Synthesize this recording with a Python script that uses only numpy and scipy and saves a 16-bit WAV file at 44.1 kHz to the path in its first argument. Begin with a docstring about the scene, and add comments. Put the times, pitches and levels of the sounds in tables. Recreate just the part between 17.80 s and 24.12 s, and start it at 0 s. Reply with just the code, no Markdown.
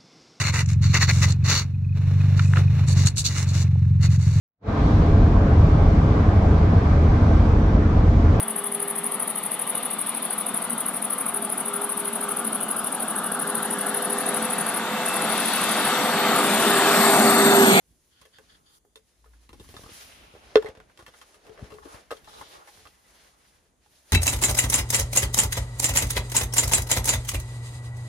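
"""A hollow plastic lamp housing rings as it is turned over in the hands in a quiet garage.
Fingers tap, slip and rub on the shell, driving its cavity and panel modes; once it is knocked hard.
Strokes across ribs rasp, a sleeve swishes by cloth friction, and the hand that holds the microphone
passes on low bumps and rumble. Behind them: a faint squeak, a low wavering hum and still air."""
import sys
import numpy as np
from scipy import signal
from scipy.fft import rfft, irfft, next_fast_len
from scipy.io import wavfile

SR = 44100
rng = np.random.default_rng(int(sys.argv[2]) if len(sys.argv) > 2 else 0)


def wrap_up_sound(samples):
    """Save the sound to the file named by the first command line argument, as 16-bit audio."""
    columns = np.atleast_2d(samples).T
    # keep every value between -1 and 1, then stretch to whole-number steps
    tamed = np.clip(columns, -1, 1)
    steps = np.round(tamed * 32767).astype(np.int16)
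    wavfile.write(sys.argv[1], SR, steps)


N = 278712
TIME_S = np.arange(N) / SR

# Finger contacts. Each row: start in seconds, crack level in dB, panel level in dB, cavity level in dB,
# first touch over the slip grains in dB, liveliest panel frequency in Hz, liveliest cavity frequency in Hz.
CONTACTS = [(0.414, -36.5, -56, -53, 6, 1030, 436), (0.453, -38, -57.5, -50, 6, 1790, 500),
            (0.5846, -36, -48, -50, 11, 1720, 480), (1.0493, -77, -66, -53.5, 19, 840, 510),
            (1.1576, -32.5, -52.5, -44, 10.5, 1140, 470), (1.4432, -52, -59, -83, 18, 1040, 320),
            (1.459, -60, -60.5, -56, 8, 1150, 295), (1.534, -55, -63, -70, 6, 1625, 510),
            (1.692, -33.5, -54, -43, 11, 1230, 336), (1.7302, -33, -55, -34.5, 8, 850, 570),
            (1.798, -32.5, -51, -35, 6.5, 810, 310), (1.8425, -59, -60, -73, 7, 1130, 357),
            (1.889, -36, -56, -48.5, 9, 1150, 530), (1.941, -33, -53, -36.5, 9, 1150, 302),
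            (1.9663, -28.5, -44, -57, 12, 1200, 334), (1.9925, -45, -57, -43, 26, 821, 523),
            (2.035, -31.5, -55, -38.5, 3, 1200, 290), (2.06, -42, -51, -44, -3, 1200, 312),
            (2.091, -39, -55, -41, 13, 1230, 340), (2.118, -43, -52, -68, 9, 3636, 328),
            (2.5384, -48, -70, -39, 38, 2520, 400), (2.5505, -39, -53, -38, -1, 830, 625),
            (2.7563, -15, -17.5, -1.8, 14, 1060, 427), (2.823, -28.5, -41, -29, 1, 966, 444),
            (2.8455, -35, -46, -29, 24, 790, 456), (2.859, -31.5, -37.5, -40, -7, 2060, 394),
            (2.887, -32, -48, -44.5, 15, 880, 467), (2.9507, -43.5, -59, -62, 25, 1770, 507),
            (2.972, -41.5, -71, -42, 7, 860, 598), (3.0008, -39.5, -47, -68, 26, 1500, 470),
            (3.097, -57, -58, -79, 10, 1660, 425), (3.1746, -34.5, -52.5, -49, 21, 4920, 604),
            (3.1905, -33, -46.5, -42.5, -2, 1150, 600), (3.208, -44, -56, -62, 8, 1080, 570),
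            (3.2247, -40, -57, -47, 18, 1120, 625), (3.264, -29, -46.5, -64, 7, 1940, 423),
            (3.2804, -32, -55.5, -46.5, 7, 1170, 517), (3.338, -41, -51.5, -54.5, 4, 1360, 417),
            (3.4142, -31, -47.5, -66.5, 7, 1455, 478), (3.5439, -39.5, -60.5, -55.5, 16, 1183, 436),
            (3.667, -39.5, -59, -48, 7.5, 820, 438), (3.6934, -42.5, -71, -46, 6, 827, 416),
            (3.7758, -43, -49, -44, 6, 1290, 627), (3.793, -41, -54, -43, 26, 1760, 522),
            (3.821, -55, -62, -42.5, -3, 780, 292), (3.8422, -39, -59, -51, 27, 1240, 400),
            (3.903, -34.5, -50, -40.5, -14, 1230, 530), (3.9202, -36, -50, -38, 6, 1230, 436),
            (3.94, -34, -64, -51, 4, 810, 413), (3.985, -59, -48, -48.5, 28, 1040, 430),
            (4.024, -47, -51, -73, -15, 1030, 440), (4.0515, -41, -52.5, -35, -14, 1140, 337),
            (4.1434, -39, -56, -53, 18, 1000, 470), (4.3067, -22.5, -31, -53, 1, 1220, 642),
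            (4.3139, -20, -37, -30.5, 11, 1240, 468), (4.369, -34.5, -62, -58, 13, 3470, 420),
            (4.4447, -35.5, -57, -74, 6, 3600, 382), (4.472, -47, -45.5, -61.5, -12, 830, 440),
            (4.6125, -32, -38.5, -59, 8.5, 944, 460), (4.874, -42, -45, -54, -1, 774, 513),
            (4.972, -48.5, -57, -56.5, 16, 1920, 528), (4.993, -48, -58.5, -53, 10, 1500, 480),
            (5.054, -36, -46.5, -57, 8.5, 1190, 430), (5.0717, -35, -51, -66, 23, 4197, 442),
            (6.061, -55, -63, -72, 22, 794, 574)]


def shell(hard_knock_db=-25):
    """Fingers ring, rub and crack the shell. Light contacts favour some modes; a hard knock does not."""
    _, crack_db, panel_db, cavity_db, touch_db, panel_hz, cavity_hz = np.transpose(CONTACTS)
    bursts = slips(touch_db)
    light = cavity_db <= hard_knock_db
    n_cavity, n_modes = len(CAVITY_MODES), len(CAVITY_MODES + PANEL_MODES)
    lags = rng.integers(-9, 10, n_modes)[n_cavity:]  # samples; each panel has its own angle to the ports
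    spot_db = 3.5 * rng.standard_normal((len(CONTACTS), n_modes)).T  # scatter by where the finger lands
    cavity = cavity_modes(bursts, light, cavity_db, cavity_hz, spot_db[:n_cavity])
    panels = panel_modes(bursts, light, panel_db, panel_hz, spot_db[n_cavity:], crack_db, lags)
    ringing = butter(cavity + panels, 300, "high")  # too small to radiate bass
    return ringing + rubbing() + cracks(bursts, crack_db)


def slips(touch_db, slip_s=0.019, grains_per_s=2000):
    """One burst per contact: a first touch, then uneven grains while the skin slips; energy 1."""
    t = np.arange(round(.08 * SR)) / SR
    chance, height = rng.random((len(touch_db), 2, len(t))).swapaxes(0, 1)
    grains = (chance < grains_per_s / SR) * (2 * height - 1) * np.exp(-(t / slip_s) ** 2)
    grains[:, 0] = from_db(touch_db)
    return grains / np.sqrt(np.sum(grains ** 2, axis=1, keepdims=True))


# Low shell modes. 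Each row: frequency in Hz, level in dB, T60 in seconds, left-right in dB, polarity.
CAVITY_MODES = [(334, -8, .021, 3, 1), (408, -14, .101, -1, -1), (427, 0, .081, 1.5, 1),
                (441, -12, .103, 13, -1), (506, -1.5, .022, -4, -1), (536, -21, .109, 0, 1),
                (600, -12, .015, 4, -1), (630, -26, .05, 0, 1)]
# Tight grips. Each row: start in seconds, end in seconds.
TIGHT_GRIPS = [(1.6, 2.7), (3.1, 3.5), (4.03, 4.2)]


def cavity_modes(bursts, light, cavity_db, liveliest_hz, spot_db, gripped_t60_s=0.021):
    """Low modes of the hollow shell; they die sooner when struck under a tight grip."""
    blows = bursts.copy()
    blows[~light, 1:] = 0  # a hard knock is one clean blow
    tight = np.any([(start < TIME_S) & (TIME_S < end) for start, end in TIGHT_GRIPS], axis=0)
    out = 0
    for k, (hz, mode_db, t60_s, side_db, polarity) in enumerate(CAVITY_MODES):
        octaves_away = np.abs(np.log2(hz / liveliest_hz))
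        lively_db = lift_db(octaves_away) + spot_db[k] - (.5 * mode_db + 7)  # the hand evens out the modes
        drive = place(CONTACTS, blows, cavity_db + 5.5 + mode_db + light * lively_db)
        free = ring(drive * ~tight, hz, t60_s)
        damped = ring(drive * tight, hz, min(t60_s, gripped_t60_s))
        out += polarity * (free + damped) * sides(side_db)[:, None]
    return out


# Panel modes. Each row: frequency in Hz, level in dB, T60 in seconds, left-right in dB, signed weight.
PANEL_MODES = [(834.5, -8.5, 0.06, 0.5, 1), (1038.5, -3.5, 0.012, 0, -2), (1119, 4.5, 0.013, -2.5, 0.59),
               (1150, -6.5, 0.11, -1.5, 0.06), (1240, -7.5, 0.034, -1, 0.9), (1434, -5.5, 0.057, 1, -0.5),
               (1570, -7, 0.035, -6.5, 0.65), (1740, -8, 0.03, -0.5, -0.9), (2080, -5.5, 0.017, -6, 1),
               (2264, -0.5, 0.013, -2.5, 0), (2720, -4, 0.075, 5.5, 1.6), (2750, -1, 0.075, 3, 0.67),
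               (3213, 4.5, .02, 0, 0.6), (3412, -6, .02, 1, -1), (3605, -1.5, 0.075, -4, 1.5),
               (4180, -1.5, 0.023, 9.5, -0.55), (5030, -5.5, 0.034, 4.5, 0.67),
               (5570, -5.5, 0.045, 13.5, 0.5)]


def panel_modes(bursts, light, panel_db, liveliest_hz, spot_db, crack_db, lags):
    """The plastic panels ring under the first touch and rattle on with the slip grains."""
    out = 0
    for k, (hz, mode_db, t60_s, side_db, weight) in enumerate(PANEL_MODES):
        octaves_away = np.abs(np.log2(hz / liveliest_hz))
        if hz < 2500:
            drive_db, loss_db = panel_db + 4.5, 3 * octaves_away
        else:  # soft skin hardly wakes the top modes, and they die fast
            drive_db, loss_db = crack_db - 4, 15
            t60_s = min(t60_s, .018)
        lively_db = lift_db(octaves_away) + spot_db[k] - loss_db
        drive = place(CONTACTS, bursts, drive_db + mode_db + light * lively_db)
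        drive[0] = np.roll(drive[0], lags[k])
        out += weight * ring(drive, hz, t60_s) * sides(side_db)[:, None]
    return out


def lift_db(octaves_away):
    """A light touch lifts the modes near its liveliest frequency."""
    return 7 * np.exp(-(octaves_away / .15) ** 2)


def cracks(bursts, crack_db, t60_s=0.022, band_hz=(2500, 10000)):
    """Each touch and slip grain sets off a short splinter of bright noise."""
    decay = from_db(-60 * np.arange(bursts.shape[1]) / SR / t60_s)
    tails = decay * rng.standard_normal(bursts.shape)
    splinters = np.array([np.convolve(burst, tail)[:len(burst)] for burst, tail in zip(bursts, tails)])
    placed = place(CONTACTS, splinters, crack_db - 15.5)
    return butter(butter(placed, band_hz[0], "high"), band_hz[1])


# Position of the shell. Each row: time in seconds, left-right in dB.
SHELL_PAN = [(0, -2), (1.8, 1), (2.1, 1), (2.7, -0.6), (3.5, 1), (3.7, 2), (4.15, 9), (4.31, 4), (4.45, 4),
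             (4.9, -2)]


def place(events, bursts, levels_db):
    """Lays the bursts at their start times, on the side where the shell is held."""
    out = np.zeros((2, N + bursts.shape[1]))
    for (start_s, *_), burst, level_db in zip(events, bursts, levels_db):
        at = round(start_s * SR)
        pan = sides(np.interp(start_s, *np.transpose(SHELL_PAN)))
        out[:, at:at + len(burst)] += np.outer(from_db(level_db) * pan, burst)
    return out[:, :N]


# Friction of sleeve and skin. Each row: time in seconds, swish level in dB,
# swish tilt in dB per octave, rubbing level in dB.
FRICTION = [(0.0, -79, 4.5, -90), (0.32, -75, 3.5, -84), (0.74, -70, 0.7, -61), (0.83, -75, 3.5, -67),
            (0.984, -74.5, 8.5, -61), (0.995, -110, 17.5, -89), (1.17, -86, 4, -90), (1.3, -79, 2, -85),
            (1.66, -71, 2, -85), (1.87, -65, 2.5, -70), (2.18, -53, 2.5, -51), (2.3, -55, 2, -57),
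            (2.47, -63.5, -0.4, -54), (2.74, -63.5, -3, -65), (2.89, -53, -4.5, -67),
            (2.95, -79.5, -5, -71), (3.14, -72.5, -0.5, -75), (3.4, -64, 0.7, -64), (3.61, -69.5, -1, -66),
            (3.8, -64.5, -3, -77), (3.98, -65.5, -0.2, -56), (4.13, -57, -0.5, -43.5),
            (4.29, -68.5, -0.6, -73), (4.39, -65, 0.2, -69), (4.52, -58, 0.4, -51.5), (4.6, -55, -0.6, -40),
            (4.689, -59, 0.9, -61), (4.76, -59.5, -1.4, -45.5), (4.83, -68, -0.5, -49),
            (4.89, -63, 1.1, -85), (5.08, -67, 0.1, -66), (5.12, -70.5, 1.5, -66.5),
            (5.44, -61.5, 0.6, -65), (5.56, -68.5, 0.6, -64), (5.76, -70, 1.4, -68), (5.86, -75, 0, -76),
            (5.93, -85.5, -1.4, -76), (6.13, -65.5, 3, -84.5), (6.181, -67.5, 2.2, -74),
            (6.32, -61, 1.5, -66)]


def rubbing():
    """Skin friction drives the shell's modes below 1500 Hz with gritty noise."""
    mid, side = rng.standard_normal((2, N)) * from_db(2.5 * drift(40))
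    grit = mid + 2.4 * side * [[1], [-1]]
    out = 0
    for modes, boost_db in (CAVITY_MODES, 0), (PANEL_MODES, 9.5):
        for hz, mode_db, t60_s, _, weight in modes:
            if hz < 1500:
                out += weight * ring(grit, hz, t60_s) * from_db(mode_db + boost_db)
    return from_db(curve(FRICTION, column=3) - 7) * rms_one(out)


# Strokes across ribs. Each row: start in seconds, length in seconds, ribs per second, level in dB,
# fade in dB, tilt in dB per octave.
RIB_STROKES = [(.29, .2, 1620, -72, -3, -1.5), (.51, .095, 1680, -64, .5, -2),
               (.67, .12, 1680, -62.5, 3, -2), (.835, .16, 1690, -76, -2, 4),
               (2.07, .68, 2720, -55, 10, .3), (4.45, .35, 3680, -57, 2.5, .3),
               (4.9, .15, 3850, -63, 3, .3)]
# Bands of slow strokes on fine ribs. Each row: multiple of the rib rate, level in dB.
SLOW_BANDS = [(1, -1.5), (2, 3.5), (2.75, 1), (4, -9), (6, -10)]
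# Bands of fast strokes on two rib spacings. Each row: multiple of the rib rate, level in dB.
FAST_BANDS = [(1, -0.5), (1.4, -7.5), (2, -14)]


def rib_rasp(ramp_s=.03, edge_db=-21.5, edge_speed=.95, blur_share=0.17):
    """Each rib gives a small jolt: blurred bands at multiples of the rib rate."""
    start, length, ribs_per_s, stroke_db, fade_db, tilts_db = np.transpose(RIB_STROKES)
    end, end_db = start + length, stroke_db - fade_db
    # Strokes start and end quieter and slower.
    knots_s = np.transpose([start, start + ramp_s, end - ramp_s, end]).ravel()
    knots_db = np.transpose([stroke_db + edge_db, stroke_db, end_db, end_db + edge_db]).ravel()
    rate_hz = np.interp(TIME_S, knots_s, np.outer(ribs_per_s, [edge_speed, 1, 1, edge_speed]).ravel())
    tilt_db = np.interp(TIME_S, knots_s, np.repeat(tilts_db, 4))
    phase = 2 * np.pi * np.cumsum(rate_hz) / SR
    fast = rate_hz > 2000
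    out = 0
    for bands, active in (SLOW_BANDS, ~fast), (FAST_BANDS, fast):
        blur_hz = blur_share * rate_hz[active].mean()
        for multiple, band_db in bands:
            wobble = rms_one(butter(rng.standard_normal((2, 2, N)), blur_hz))
            band = wobble[0] * np.cos(multiple * phase) + wobble[1] * np.sin(multiple * phase)
            out += active * from_db(band_db + tilt_db * np.log2(multiple)) * band
    return from_db(np.interp(TIME_S, knots_s, knots_db) + 1.5 * drift(30)) * out


# Cloth spectrum. Each row: frequency in Hz, density in dB.
CLOTH_SPECTRUM = [(180, -31), (300, -3.5), (500, 0), (619, -0.5), (846, -3), (1190, -4.5), (1800, -3),
                  (2550, -6.5), (4310, -7.5), (6290, -8.5), (8320, -16), (9980, -7.5), (12200, -20),
                  (14100, -17.5), (15300, -25.5)]


def sleeve_swish(flutter_db=1.8):
    """Cloth friction: octave bands that flutter a little apart and lean with the tilt."""
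    cloth = stereo_noise(CLOTH_SPECTRUM)
    tilt_db = curve(FRICTION, column=2)
    shared_flutter = drift(6.4)
    out, lower = 0, 0
    for octave in range(-3, 3):
        upper = butter(cloth, min(4000 * 2. ** (octave + .5), .45 * SR), run=signal.sosfiltfilt)
        flutter = shared_flutter + 1.2 * drift(9)
        out += (upper - lower) * from_db(tilt_db * octave + flutter_db * flutter)
        lower = upper
    power = from_db(curve(FRICTION, column=1)) ** 2 + rustle_power()
    return from_db(5.5) * np.sqrt(power) * out


def rustle_power(t60_s=0.15, db_per_crack_db=0.61):
    """The sleeve rustles briefly after each contact, more after a louder crack."""
    start_s, crack_db = np.transpose(CONTACTS)[:2]
    onsets = np.zeros(N)
    onsets[(start_s * SR).astype(int)] = from_db(-63 + db_per_crack_db * (crack_db + 35)) ** 2
    return signal.lfilter([1], [1, -from_db(-120 / (t60_s * SR))], onsets + 1e-30)


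# Jolts of the microphone case. Each row: start in seconds, level in dB.
CASE_JOLTS = [(0.107, -49), (0.416, -52), (0.5856, -53), (1.693, -44.5), (1.804, -36.5), (1.89, -40),
              (1.938, -41), (1.9672, -37), (1.9932, -39), (2.036, -37.5), (2.06, -38), (2.117, -37.5),
              (2.538, -40.5), (2.757, -27), (2.8437, -35), (2.889, -37), (2.973, -42), (3.1918, -48),
              (3.2244, -43.5), (3.2796, -45), (3.6953, -41), (3.8175, -37), (3.8255, -23), (3.8412, -34),
              (3.921, -41), (3.94, -42), (4.0503, -55), (4.1431, -37.5), (4.315, -42.5), (4.4763, -53),
              (4.6095, -39), (4.977, -49)]
# Modes of the case. Each row: frequency in Hz, level in dB, T60 in seconds.
CASE_MODES = [(102.6, -3.5, .04), (194, -7, 0.024)]


def microphone_bumps():
    """The microphone case, jolted in the hand, rings low and briefly."""
    clicks = place(CASE_JOLTS, np.ones((len(CASE_JOLTS), 1)), [db for _, db in CASE_JOLTS])
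    jolts = butter(clicks, 330)
    return sum(from_db(mode_db) * ring(jolts, hz, t60_s) for hz, mode_db, t60_s in CASE_MODES)


# Hand rumble. Each row: time in seconds, level in dB.
RUMBLE_LEVELS = [(0, -88), (0.11, -61), (0.22, -76), (0.74, -65), (1.15, -77), (1.66, -69), (1.75, -52.5),
                 (2.2, -62), (2.72, -60), (2.8, -51.5), (2.95, -62.5), (3.5, -71.5), (3.82, -57),
                 (4.3, -65.5), (4.601, -56.5), (4.85, -74), (5.06, -61.5), (5.15, -66.5), (6.32, -72.5)]
# Its spectrum. Each row: frequency in Hz, density in dB.
RUMBLE_SPECTRUM = [(12, -47), (20, -13), (36, -10.5), (54, -9), (71, -11.5), (91, -18.5), (271, -21),
                   (307, -22.5), (400, -30), (520, -59), (880, -120)]


def hand_rumble():
    """The hand holding the microphone passes on uneven low noise."""
    return from_db(curve(RUMBLE_LEVELS) + 2 * drift(12)) * stereo_noise(RUMBLE_SPECTRUM)


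# Squeak and hum. Each row: time in seconds, level in dB.
SQUEAK_LEVELS = [(5.08, -100), (5.12, -75), (5.3, -77), (5.75, -89.5), (5.85, -100)]
HUM_LEVELS = [(.9, -79), (1.05, -72.5), (1.38, -67), (1.46, -58), (1.65, -64), (1.8, -56), (2.05, -64),
              (2.2, -74), (2.35, -97)]


def wavering_tone(levels, hz, t60_s, width):
    """A squeak or hum: noise passed twice through one narrow resonance."""
    mid, side = rng.standard_normal((2, N))
    noise = mid + width * side * [[1], [-1]]
    return from_db(curve(levels)) * rms_one(ring(ring(noise, hz, t60_s), hz, t60_s))


def garage(x, t60_s=0.11, wall_cut_hz=3200):
    """Wall echoes: eight feedback delays a side, duller on every round."""
    size = next_fast_len(N + SR)
    hz = np.fft.rfftfreq(size, 1 / SR)
    response = np.zeros((2, len(hz)), complex)
    for k, lag_s in enumerate(rng.uniform(.010, 0.038, size=16)):
        wall_gain = from_db(-60 * lag_s / t60_s) / (1 + 1j * hz / wall_cut_hz)
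        loop = wall_gain * np.exp(-2j * np.pi * hz * lag_s)
        response[k % 2] += loop / (1 - loop) * (-1) ** (k // 2)
    return irfft(response * rfft(x.mean(axis=0), size), size)[:, :N]


# Room noise spectrum. Each row: frequency in Hz, density in dB.
AIR_SPECTRUM = [(18, -32.5), (30, -3.5), (64, -1), (143, -9), (407, -10.5), (1320, -20.5), (4980, -34),
                (6470, -18), (8400, -23.5), (10100, -18.5), (12100, -37.5), (13400, -27), (15300, -40)]


def still_air(level_db=-72):
    """Steady faint noise of the quiet garage."""
    return from_db(level_db) * stereo_noise(AIR_SPECTRUM)


# Likeness at the two microphone ports. Each row: frequency in Hz, left-right correlation.
PORT_CORRELATION = [(60, 0.89), (130, 0.66), (290, 0.8), (640, 0.56), (1410, 0.0054), (3100, 0.54),
                    (6820, 0.1), (15000, 0.06)]


def stereo_noise(spectrum):
    """Coloured noise, partly alike in both channels because the ports are close; rms 1."""
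    size = next_fast_len(N)
    hz = np.maximum(np.fft.rfftfreq(size, 1 / SR), 1)
    mid, side = rfft(rng.standard_normal((2, size))) * from_db(at_hz(spectrum, hz))
    alike = at_hz(PORT_CORRELATION, hz)
    both = np.sqrt(1 + alike) * mid + np.sqrt(1 - alike) * side * [[1], [-1]]
    return rms_one(irfft(both, size)[:, :N])


def ring(x, hz, t60_s):
    """Resonator: a unit click starts a decaying sine of height 1."""
    r, w = from_db(-60 / (t60_s * SR)), 2 * np.pi * hz / SR
    return signal.lfilter([0, np.sin(w)], [1, -2 * r * np.cos(w), r * r], x + 1e-18)


def drift(rate_hz):
    """Slow random wander of rms 1, drawn every 40 samples."""
    r = np.exp(-80 * np.pi * rate_hz / SR)
    slow = signal.lfilter([1], [1, -2 * r, r * r], rng.standard_normal(N // 40 + 2002))[2000:]
    return np.interp(np.arange(N) / 40, np.arange(len(slow)), rms_one(slow))


def butter(x, hz, kind="low", order=2, run=signal.sosfilt):
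    """Low-pass or high-pass filter."""
    return run(signal.butter(order, hz, kind, fs=SR, output="sos"), x)


def curve(table, column=1):
    """One column of a timed table, read at every sample."""
    columns = np.transpose(table)
    return np.interp(TIME_S, columns[0], columns[column])


def at_hz(table, hz):
    """A table read on a log frequency axis."""
    knots_hz, values = np.transpose(table)
    return np.interp(np.log(hz), np.log(knots_hz), values)


def sides(db):
    """Left and right gains for a left-right difference."""
    return from_db([db / 2, -db / 2])


def from_db(db):
    """Decibels to gain."""
    return 10 ** (np.asarray(db) / 20)


def rms_one(x):
    """Scaled to rms 1."""
    return x / np.sqrt(np.mean(x ** 2) + 1e-20)


def scene():
    """Sums all sources; only the housing echoes in the garage."""
    housing = shell()
    background = microphone_bumps() + hand_rumble() + still_air()
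    ribs = rib_rasp()
    squeak = wavering_tone(SQUEAK_LEVELS, hz=2000, t60_s=.025, width=0.52)
    hum = wavering_tone(HUM_LEVELS, hz=55.6, t60_s=0.41, width=0.18)
    return housing + ribs + sleeve_swish() + squeak + hum + from_db(-18) * garage(housing) + background


def record(dry, low_hz=38, top_hz=16400, ceiling=.93, knee=8):
    """Cuts the lowest bass, rounds the highest peaks and cuts the top."""
    trimmed = butter(dry, low_hz, "high", order=4)
    rounded = trimmed / (1 + (trimmed / ceiling) ** knee) ** (1 / knee)
    return signal.sosfilt(signal.cheby2(12, 70, top_hz, fs=SR, output="sos"), rounded)


dry = scene()
out = record(dry)
wrap_up_sound(out)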